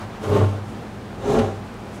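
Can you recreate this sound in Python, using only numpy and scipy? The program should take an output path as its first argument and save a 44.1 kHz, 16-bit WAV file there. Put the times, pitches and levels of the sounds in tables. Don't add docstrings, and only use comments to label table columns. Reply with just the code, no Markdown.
import sys
import numpy as np
from scipy import signal
from scipy.fft import rfft, irfft, next_fast_len
from scipy.io import wavfile
from scipy.ndimage import map_coordinates

SR = 44100
rng = np.random.default_rng(int(sys.argv[2]) if len(sys.argv) > 2 else 0)


def generate_wav(sig):
    pcm = np.round(np.clip(np.atleast_2d(sig).T, -1, 1) * 32767).astype(np.int16)
    wavfile.write(sys.argv[1], SR, pcm)


N = 88200


def amp(db):
    return 10 ** (np.asarray(db) / 20)


def unit(x):
    return x / np.sqrt(np.mean(np.abs(x) ** 2) + 1e-20)


def clock():
    return np.arange(N) / SR


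def wobble(knots_per_s):
    return map_coordinates(rng.standard_normal(4096), [clock() * knots_per_s + 2], mode="wrap")


def envelope(points):
    return amp(np.interp(clock(), *np.transpose(points), left=-120, right=-120))


def swell(peak_s, width_s, level_db):
    return amp(level_db) * np.exp(-((clock() - peak_s) / width_s) ** 2)


def filtered(x, response):
    size = next_fast_len(N + 8192)
    return irfft(rfft(x, size) * response(np.fft.rfftfreq(size, 1 / SR)), size)[:N]


def noise(spectrum):
    freq_hz, gain_db = np.transpose(spectrum)
    white = rng.standard_normal(N)
    return unit(filtered(white, lambda hz: amp(np.interp(np.log(hz + 1), np.log(freq_hz + 1), gain_db))))


def swishes(swells, spectrum):
    return noise(spectrum) * sum(swell(*row) for row in swells)


def tone(pitch_hz, wander_hz):
    cycles = np.cumsum(pitch_hz + wander_hz * wobble(25.37)) / SR
    return np.sqrt(2) * np.sin(2 * np.pi * (cycles + rng.random()))


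def ringing(modes, evenness):
    total = np.zeros(N)
    for centre_hz, width_hz, gain_db in modes:
        jolts = rng.standard_normal(N)
        band = filtered(jolts, lambda hz: 1 / (1 + (2 * (hz - centre_hz) / width_hz) ** 2))
        analytic = unit(signal.hilbert(band))
        total += amp(gain_db) * unit(analytic.real / (np.abs(analytic) + 0.12) ** evenness)
    return unit(total)


def in_room(x, t60_s=0.42, echo_db=-0.5):
    tail = rng.standard_normal(N) * amp(-60 * clock() / t60_s)
    return x + amp(echo_db) * signal.fftconvolve(x, tail / np.linalg.norm(tail))[:N]


def room_noise(floor_db=-36, drift_db=0.5, modes_db=-39):
    # freq_hz, gain_db
    floor_spectrum = [(20, -27), (42, -6), (74, -5), (100, -7), (170, -5), (200, -4), (300, -7),
                      (450, -9.5), (800, -14), (1300, -17), (2000, -23.5), (3200, -28.5), (5000, -34.5),
                      (9000, -41), (12000, -47), (15500, -51)]
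    # centre_hz, width_hz, gain_db
    room_modes = [(111.2, 13.4, 1.5), (205.7, 35, 1.5), (240.4, 18, -12.5), (366, 35, -10.5),
                  (787, 91, -6.5)]
    floor = amp(floor_db + drift_db * wobble(9)) * noise(floor_spectrum)
    return floor + amp(modes_db) * ringing(room_modes, evenness=0.9)


def small_sounds():
    # peak_s, width_s, level_db
    rustles = [(.015, 0.047, -55.5), (.69, 0.055, -55), (1.955, 0.04, -51.5)]
    ticks = [(1.742, .002, -50)]
    shuffles = [(.015, 0.038, -36.5), (.14, 0.077, -41.5), (.84, 0.013, -52)]
    # freq_hz, gain_db
    bright_spectrum = [(400, -2), (1100, 2), (2500, -0.5), (5000, -1), (7000, -0.5), (10000, -5),
                       (15800, -21)]
    shuffle_spectrum = [(100, -13), (200, -14), (400, -0.5), (750, 3.5), (1150, -1), (2200, -9),
                        (5000, -20), (15800, -41)]
    bright = swishes(rustles, bright_spectrum) + swishes(ticks, bright_spectrum)
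    return bright + swishes(shuffles, shuffle_spectrum)


def grit(spread_db=8, crackles_per_s=400):
    # peak_s, width_s, level_db
    patches = [(.295, .015, -57), (.36, .03, -54), (1.335, .04, -58)]
    # freq_hz, gain_db
    grit_spectrum = [(5000, -30), (9000, -8), (12500, 0), (14000, -3), (15800, -14)]
    return swishes(patches, grit_spectrum) * unit(amp(spread_db * wobble(crackles_per_s)))


def wheel_scuff():
    # peak_s, width_s, level_db
    scuffs = [(1.393, 0.0066, -33.5), (1.40, 0.044, -41)]
    # freq_hz, gain_db
    scuff_spectrum = [(400, -16), (1400, 5), (3200, -2), (5000, -10), (10000, -20), (15800, -37)]
    return swishes(scuffs, scuff_spectrum)


def rail_hiss():
    # time_s, level_db
    levels_1 = [(.195, -64), (.235, -43.5), (.30, -46.5), (.365, -43.5), (.42, -48.5), (.50, -51.5),
                (.60, -59)]
    levels_2 = [(1.18, -64), (1.25, -49.5), (1.305, -42), (1.36, -44), (1.42, -49.5), (1.49, -54),
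                (1.60, -61)]
    # freq_hz, gain_db
    spectrum_1 = [(500, -30), (2000, 2), (3300, 4), (4800, -2), (7000, -3.5), (10000, -8.5), (13000, -15),
                  (15800, -24)]
    spectrum_2 = [(500, -30), (2000, -18), (3600, 8), (5000, -4), (6200, 4), (7300, 1.5), (8400, -6),
                  (9700, -4.5), (12000, -15), (15800, -20)]
    pushes = [(levels_1, spectrum_1), (levels_2, spectrum_2)]
    return sum(envelope(levels) * unit(in_room(noise(spectrum))) for levels, spectrum in pushes)


def hanger_thuds():
    # peak_s, width_s, level_db
    thuds = [(.33, 0.025, -30), (1.318, 0.03, -24), (1.39, 0.036, -34)]
    # freq_hz, gain_db
    thud_spectrum = [(20, -14), (35, -7), (50, 3), (70, -18), (115, 0), (165, -1), (220, -29), (500, -67)]
    return swishes(thuds, thud_spectrum)


def door_tones():
    # peak_s, width_s, pitch_hz, level_db
    resonances = [(0.349, 0.05, 412, -21), (0.378, 0.031, 204, -23.5), (1.299, 0.03, 411.9, -21),
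                  (1.392, 0.048, 436.2, -21), (1.395, 0.021, 227, -21)]
    return sum(swell(peak_s, width_s, level_db) * tone(pitch_hz, wander_hz=4.16)
               for peak_s, width_s, pitch_hz, level_db in resonances)


def panel_boom():
    # peak_s, rise_s, decay_db_per_s, level_db
    booms = [(.03, 0.035, 202, -36.5), (0.329, 0.049, 178, -20), (0.436, 0.042, 91.5, -15.5),
             (1.46, 0.075, 98, -26)]
    gain = np.zeros(N)
    for peak_s, rise_s, decay_db_per_s, level_db in booms:
        age_s = clock() - peak_s
        attack = np.exp(-(np.minimum(age_s, 0) / rise_s) ** 2)
        gain += attack * amp(level_db - decay_db_per_s * np.maximum(age_s, 0))
    return gain * tone(pitch_hz=99.9, wander_hz=0.98)


def rolling(ring_db=-3, rumble_db=-7, bump_db=1.25, bumps_per_s=110):
    # time_s, level_db
    effort_1 = [(.19, -51), (.24, -24), (.29, -23.5), (.345, -16.5), (.385, -17), (.44, -19.5), (.50, -30),
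                (.58, -32.5), (.70, -75)]
    effort_2 = [(1.12, -52), (1.21, -30.5), (1.26, -23.5), (1.30, -19.5), (1.345, -17.5), (1.395, -17),
                (1.45, -21.5), (1.50, -27), (1.60, -40.5)]
    # centre_hz, width_hz, gain_db
    modes_1 = [(51.7, 27, -17), (127.3, 22, -0.5), (205.4, 14.5, -0.5), (229.3, 11, -4.5), (301, 16, -2),
               (374, 19, -3.5), (405, 16, -3.5), (437.6, 18, -0.5), (507, 12, -6.5), (573, 20, -3.5),
               (647, 20, -7.5), (790, 38, -17), (881, 22, -12), (1071, 16, -8.5)]
    modes_2 = [(47.6, 20, -9.5), (114, 26, -6.5), (162, 20, -5), (224.5, 21, -0.5), (264, 24, -5),
               (297, 29, -10), (363.7, 15, -1), (405, 9.1, 0), (444, 16, -6), (505, 18, -7.5),
               (548.5, 25, -4.5), (625, 21, -9.5), (792, 31, -5), (1100, 20, -15)]
    # freq_hz, gain_db
    rumble_spectrum = [(20, -17), (60, -3.5), (200, -1), (450, 3), (800, 2), (1150, -2), (1500, -8),
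                       (2300, -16), (3200, -18), (4600, -27), (8000, -32.5), (16000, -53)]
    total = np.zeros(N)
    for effort, modes in [(effort_1, modes_1), (effort_2, modes_2)]:
        rumble = unit(in_room(noise(rumble_spectrum)) * amp(bump_db * wobble(bumps_per_s)))
        ring = ringing(modes, evenness=0.65)
        total += envelope(effort) * (amp(ring_db) * ring + amp(rumble_db) * rumble)
    return total


def scene():
    wheels = rolling() + rail_hiss() + grit() + wheel_scuff()
    door = panel_boom() + door_tones() + hanger_thuds()
    return (wheels + door + small_sounds() + room_noise())[None]


def record(dry):
    cutoff_hz = 15750
    return filtered(dry[0], lambda hz: hz < cutoff_hz)[None]


dry = scene()
out = record(dry)
generate_wav(out)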